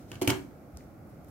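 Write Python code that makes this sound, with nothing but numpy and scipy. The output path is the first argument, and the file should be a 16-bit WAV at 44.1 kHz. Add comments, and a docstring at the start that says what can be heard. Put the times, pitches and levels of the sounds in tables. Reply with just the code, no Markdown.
"""A plastic pipette touches a laboratory bench close by, knocks, drops onto its side and clacks once more.
Each impact excites damped modes: the hollow barrel rings and the bench top thumps, while the loose
plunger rattles and a small room reverberates. Gloved fingers then handle a small plastic tube with
faint clicks. Under it all lies the steady, broadband rush of ventilation."""
import sys
import numpy as np
from scipy import signal
from scipy.fft import rfft, irfft, next_fast_len
from scipy.io import wavfile
from scipy.ndimage import map_coordinates

SR = 44100
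rng = np.random.default_rng(int(sys.argv[2]) if len(sys.argv) > 2 else 0)


def store_wav(level_fs):
    """Save 16-bit WAV to argv[1]."""
    pcm = np.round(np.clip(np.atleast_2d(level_fs), -1, 1) * 32767)
    wavfile.write(sys.argv[1], SR, pcm.T.astype(np.int16))


N = 57330
T = np.arange(SR // 2) / SR  # time axis of one event, in seconds

# Pipette contacts. Each row: start in seconds, levels of clack, plunger rattle and barrel ring in dB,
# decay time of clack and rattle in seconds. Every decay time is for a fall of 60 dB.
CONTACT_EVENTS = [(0.1167, -34.5, -42, -66, 0.014), (0.1192, -46, -50, -44, 0.019),
                  (0.129, -53, -59, -46, 0.12), (0.142, -57.5, -52, -57, 0.043),
                  (0.1548, -45, -52, -44, 0.032), (0.2143, -35.5, -37.5, -37, 0.061),
                  (0.2192, -36, -31, -50, 0.044), (0.228, -37, -39, -52, 0.038),
                  (0.246, -46.5, -48, -50, 0.095), (0.2749, -23.5, -22.5, -19, 0.0144),
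                  (0.2763, -18.5, -21, -16, 0.019), (0.2822, -49, -31, -42, 0.045),
                  (0.2922, -32, -36, -58, 0.073), (0.298, -29, -32.5, -43, 0.069),
                  (0.3024, -20, -27.5, -14.5, 0.019), (0.3053, -48, -26.5, -38, 0.017)]
# The handle's hard edge snaps against the bench. Each row: start in seconds, level in dB.
HANDLE_SNAPS = [(0.3015, -24.5)]
# Blows on the bench. Each row: start in seconds, levels of thump, hum and knock in dB.
BENCH_BLOWS = [(0.1192, -40, -62, -43.5), (0.1545, -38.5, -48.5, -75), (0.2146, -36, -30, -20.5),
               (0.2758, -20.5, -27, -27.5), (0.2914, -41, -30, -30.5), (0.3097, -32, -36.5, -26)]
# Finger clicks on the tube. Each row: start in seconds, level in dB, centre frequency in Hz,
# half-width in octaves, decay time in seconds.
TUBE_CLICKS = [(0.5102, -53.5, 1850, 0.28, .015), (0.7717, -39, 6560, 0.54, 0.0091),
               (0.807, -56, 2070, 0.22, .015), (1.0715, -63, 12100, 0.41, .03),
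               (1.096, -64, 12100, .6, .06), (1.246, -50.5, 12100, 0.82, 0.0094),
               (1.2843, -54.5, 11000, 0.61, 0.012), (1.288, -64, 10000, 0.94, 0.098)]
# The hands meet softly. Each row: start in seconds, level in dB, frequency in Hz, length in seconds.
HAND_BUMPS = [(0.725, -38.5, 72.6, 0.055)]
# Envelope of the rubbing glove. Each row: time in seconds, level in dB.
GLOVE_ENVELOPE = [(0, -62.5), (.07, -69.5), (.1, -60.5), (.2, -64.5), (.7, -79), (.8, -66), (.9, -77),
                  (1.05, -88), (1.1, -73), (1.2, -77), (1.3, -69.5)]

# Normal modes. Each row: frequency in Hz, relative level in dB, decay time in seconds.
BARREL_MODES = [(894, -10.5, 0.032), (1031, -12.5, 0.017), (1380, -20, 0.026), (2260, -17.5, 0.045),
                (2890, -10, 0.019), (3094, -25, 0.066), (3130, -23, 0.069), (3170, -5, 0.016),
                (7250, -28, 0.18)]
HANDLE_MODES = [(4990, -1.5, 0.022), (5380, -2.5, 0.016)]
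THUMP_MODES = [(81.7, -13, 0.36), (116, 4.5, 0.061), (156.3, -16, 0.23)]  # deep modes of the bench top
HUM_MODES = [(227.2, -6, 0.26), (278, -7, 0.48), (297.7, -1, 0.37)]  # its longer, hollow hum
KNOCK_MODES = [(340.2, -2.5, 0.099), (381.5, -3, 0.13), (505, -8, 0.044), (690.3, -13, 0.13),
               (800, -12.5, 0.059)]  # the pipette lying against the bench

# Noise spectra. Each row: frequency in Hz, relative spectral level in dB.
CLACK_SPECTRUM = [(200, 5.5), (600, 0), (950, 5), (1400, -1), (1850, -2.5), (2300, 3), (2650, 0.5),
                  (3200, 3), (3500, -2.5), (3750, -10.5), (4100, -2.5), (5000, -8.5), (6500, -6.5),
                  (15000, -37)]
RATTLE_SPECTRUM = [(800, -17), (3000, 2.5), (3700, -6), (4300, -3), (6000, -0.5), (7400, -0.5), (8800, 0.5),
                   (10500, -3.5), (12000, 1), (13600, -4.5), (14600, -4), (15500, -8.5)]
GLOVE_SPECTRUM = [(500, 0.5), (2500, -7), (6000, -5), (13000, -11.5), (16000, -14)]
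ROOM_SPECTRUM = [(100, -4), (400, 1.5), (1000, 3.5), (1600, 8.5), (2500, -2), (3300, -0.5), (4200, 1.5),
                 (6000, -5), (14000, -8), (15800, -3.5)]
AIR_SPECTRUM = [(25, -27), (45, -3), (70, -5.5), (100, -3), (160, -4.5), (220, -6.5), (300, -6),
                (400, -15.5), (550, -13.5), (750, -15.5), (950, -26), (1400, -23.5), (1700, -33.5),
                (2200, -32.5), (3200, -46.5), (5000, -44), (9000, -47.5), (13000, -41), (15500, -43)]

# Likeness of the two channels. Each row: frequency in Hz, left-right correlation.
CONTACT_CORRELATION = [(300, 0.5), (1000, 0.27), (2500, 0.54), (4500, -0.43), (12000, 0.06)]
ROOM_CORRELATION = [(100, 0.64), (300, 0), (700, 0.12), (2000, 0.05), (12000, 0.05)]
AIR_CORRELATION = [(30, 0.97), (100, 0.84), (280, 0.94), (600, 0.64), (1500, 0.13), (10000, 0.091)]

# Reverberation of the room. Each row: frequency in Hz, decay time in seconds.
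ROOM_DECAY = [(100, 0.5), (500, 0.28), (1400, 0.31), (2800, 0.26), (4500, 0.3), (12000, .33)]

CONTACT_ATTACK_S, KNOCK_ATTACK_S, THUMP_ATTACK_S = 0.0001, 0.0011, 0.0016
BARREL_LAG_S, BENCH_LAG_S = 0.00004, 0.00026  # phase delay on the right
CLACK_PAN_DB, BENCH_PAN_DB, AIR_PAN_DB = -1.5, -2, -1.5  # left minus right
PIPETTE_ROOM_DB, BENCH_ROOM_DB, HAND_ROOM_DB = -6.5, -8.5, -8  # reverberation relative to direct sound


def pipette():
    """Impact excitation: each contact makes the barrel clack and ring and the loose plunger rattle."""
    out = np.zeros((2, N))
    barrel = ring(BARREL_MODES, CONTACT_ATTACK_S, BARREL_LAG_S)
    for start, clack_db, rattle_db, ring_db, t60 in CONTACT_EVENTS:
        burst = decay(t60, CONTACT_ATTACK_S)
        clack = amp(clack_db) * burst * noise(CLACK_SPECTRUM, CONTACT_CORRELATION)
        rattle = amp(rattle_db) * burst * noise(RATTLE_SPECTRUM, CONTACT_CORRELATION)
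        contact = pan(CLACK_PAN_DB) * (clack + amp(ring_db) * barrel) + rattle
        add(out, start, contact)
        # each contact gets a fresh random room tail, for smoother reverberation
        add(out, start, amp(PIPETTE_ROOM_DB) * room(contact))
    for start, db in HANDLE_SNAPS:
        add(out, start, amp(db) * ring(HANDLE_MODES, CONTACT_ATTACK_S, BARREL_LAG_S))
    return out


def bench():
    """Free vibration of a struck plate: the pipette's weight sets off a thump, a hum and a knock."""
    out = np.zeros((2, N))
    for start, thump_db, hum_db, knock_db in BENCH_BLOWS:
        hum = amp(hum_db) * ring(HUM_MODES, KNOCK_ATTACK_S, BENCH_LAG_S, waver_rad=1)
        knock = amp(knock_db) * ring(KNOCK_MODES, KNOCK_ATTACK_S, BENCH_LAG_S)
        thump = amp(thump_db) * ring(THUMP_MODES, THUMP_ATTACK_S, BENCH_LAG_S)
        add(out, start, -(thump + hum + knock))  # negative: the top is pushed down
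    return pan(BENCH_PAN_DB) * (out + amp(BENCH_ROOM_DB) * room(out))


def hands():
    """Light impacts: the tube clicks in bursts of band noise and the hands meet in a low pulse."""
    out = np.zeros((2, N))
    hz = np.geomspace(100, 20000, 80)
    for start, db, centre_hz, octaves, t60 in TUBE_CLICKS:
        band_db = -20 * np.log10(1 + (np.log2(hz / centre_hz) / octaves) ** 2)
        band = noise(np.column_stack([hz, band_db]), CONTACT_CORRELATION)
        add(out, start, amp(db) * decay(t60, CONTACT_ATTACK_S) * band)
    for start, db, bump_hz, length in HAND_BUMPS:
        arch = np.sin(np.pi * np.minimum(T / length, 1))
        add(out, start, amp(db) * arch * np.sin(2 * np.pi * bump_hz * T))
    return out + amp(HAND_ROOM_DB) * room(out)


def gloves():
    """Friction noise: the rubbing of the gloves swells and fades."""
    level_db = np.interp(np.arange(N) / SR, *np.transpose(GLOVE_ENVELOPE))
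    return amp(level_db) * noise(GLOVE_SPECTRUM, CONTACT_CORRELATION, N)


def room(sound, onset_s=0.0046):
    """Diffuse reverberation: convolution with a noise tail in which the bass lasts longest."""
    hz, t, bands = signal.stft(noise(ROOM_SPECTRUM, ROOM_CORRELATION), SR, nperseg=256)
    damping = np.exp(-np.log(1000) * t / along(ROOM_DECAY, hz)[:, None])
    tail = signal.istft(bands * damping, SR, nperseg=256)[1][:, :len(T)]
    tail *= 1 - np.exp(-(T / onset_s) ** 2)
    return signal.fftconvolve(sound[:1], tail / np.linalg.norm(tail[0]), axes=1)[:, :N]


def ventilation(gain_db=-48.5):
    """Stationary noise: a low rush of air with a faint hiss above it."""
    return amp(gain_db) * pan(AIR_PAN_DB) * noise(AIR_SPECTRUM, AIR_CORRELATION, N)


def ring(modes, attack_s, lag_s, waver_rad=0):
    """Modal superposition: damped sinusoids start together, neighbours with opposite signs."""
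    out = np.zeros((2, len(T)))
    stereo_time = np.array([T, T - lag_s])
    for k, (hz, db, t60) in enumerate(modes):
        phase = 2 * np.pi * hz * stereo_time + waver_rad * waver()
        out += (-1) ** k * amp(db) * decay(t60, attack_s) * np.sin(phase)
    return out


def waver(knots_per_s=35):
    """Random modulation: a smooth curve through Gaussian values."""
    return map_coordinates(rng.standard_normal(size=64), [T * knots_per_s], mode="mirror")


def noise(spectrum, correlation, size=len(T)):
    """Spectral shaping: stereo noise of rms 1, whose mid-side balance sets the correlation."""
    hz = np.fft.rfftfreq(size, 1 / SR)
    angle = np.arccos(np.clip(along(correlation, hz), -1, 1)) / 2
    shaped = rfft(rng.standard_normal((2, size))) * amp(along(spectrum, hz))
    mid, side = irfft(shaped * [np.cos(angle), np.sin(angle)], size)
    stereo = np.array([mid + side, mid - side])
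    return stereo / np.sqrt(np.mean(stereo ** 2) + 1e-20)


def decay(t60, attack_s):
    """Exponential damping: after a quick rise, a fall of 60 dB every t60 seconds."""
    return np.exp(-np.log(1000) * T / t60) * (1 - np.exp(-T / attack_s))


def along(points, hz):
    """Interpolation on a logarithmic frequency axis."""
    knots_hz, values = np.transpose(points)
    return np.interp(np.log(hz + 1), np.log(knots_hz + 1), values)


def amp(db):
    """Amplitude ratio of a level in decibels."""
    return 10 ** (np.asarray(db) / 20)


def pan(db):
    """Direction by level difference: left and right gains."""
    return amp([[db / 2], [-db / 2]])


def add(track, start, sound):
    """Superposition of a sound on a track, from a start in seconds."""
    part = track[:, round(start * SR):][:, :sound.shape[-1]]
    part += sound[..., :part.shape[1]]


def scene():
    """Linear superposition: the pressures of all sources add."""
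    return pipette() + bench() + hands() + gloves() + ventilation()


def record(dry, low_cut_hz=66, top_hz=15800):
    """Band limiting: filters weaken the lowest rumble and remove the highest treble."""
    highpass = signal.butter(2, low_cut_hz, "highpass", fs=SR, output="sos")
    size = next_fast_len(N + SR // 2)
    spectrum = rfft(signal.sosfilt(highpass, dry), size)
    passband = np.fft.rfftfreq(size, 1 / SR) < top_hz
    return irfft(spectrum * passband, size)[:, :N]


dry = scene()
out = record(dry)
store_wav(out)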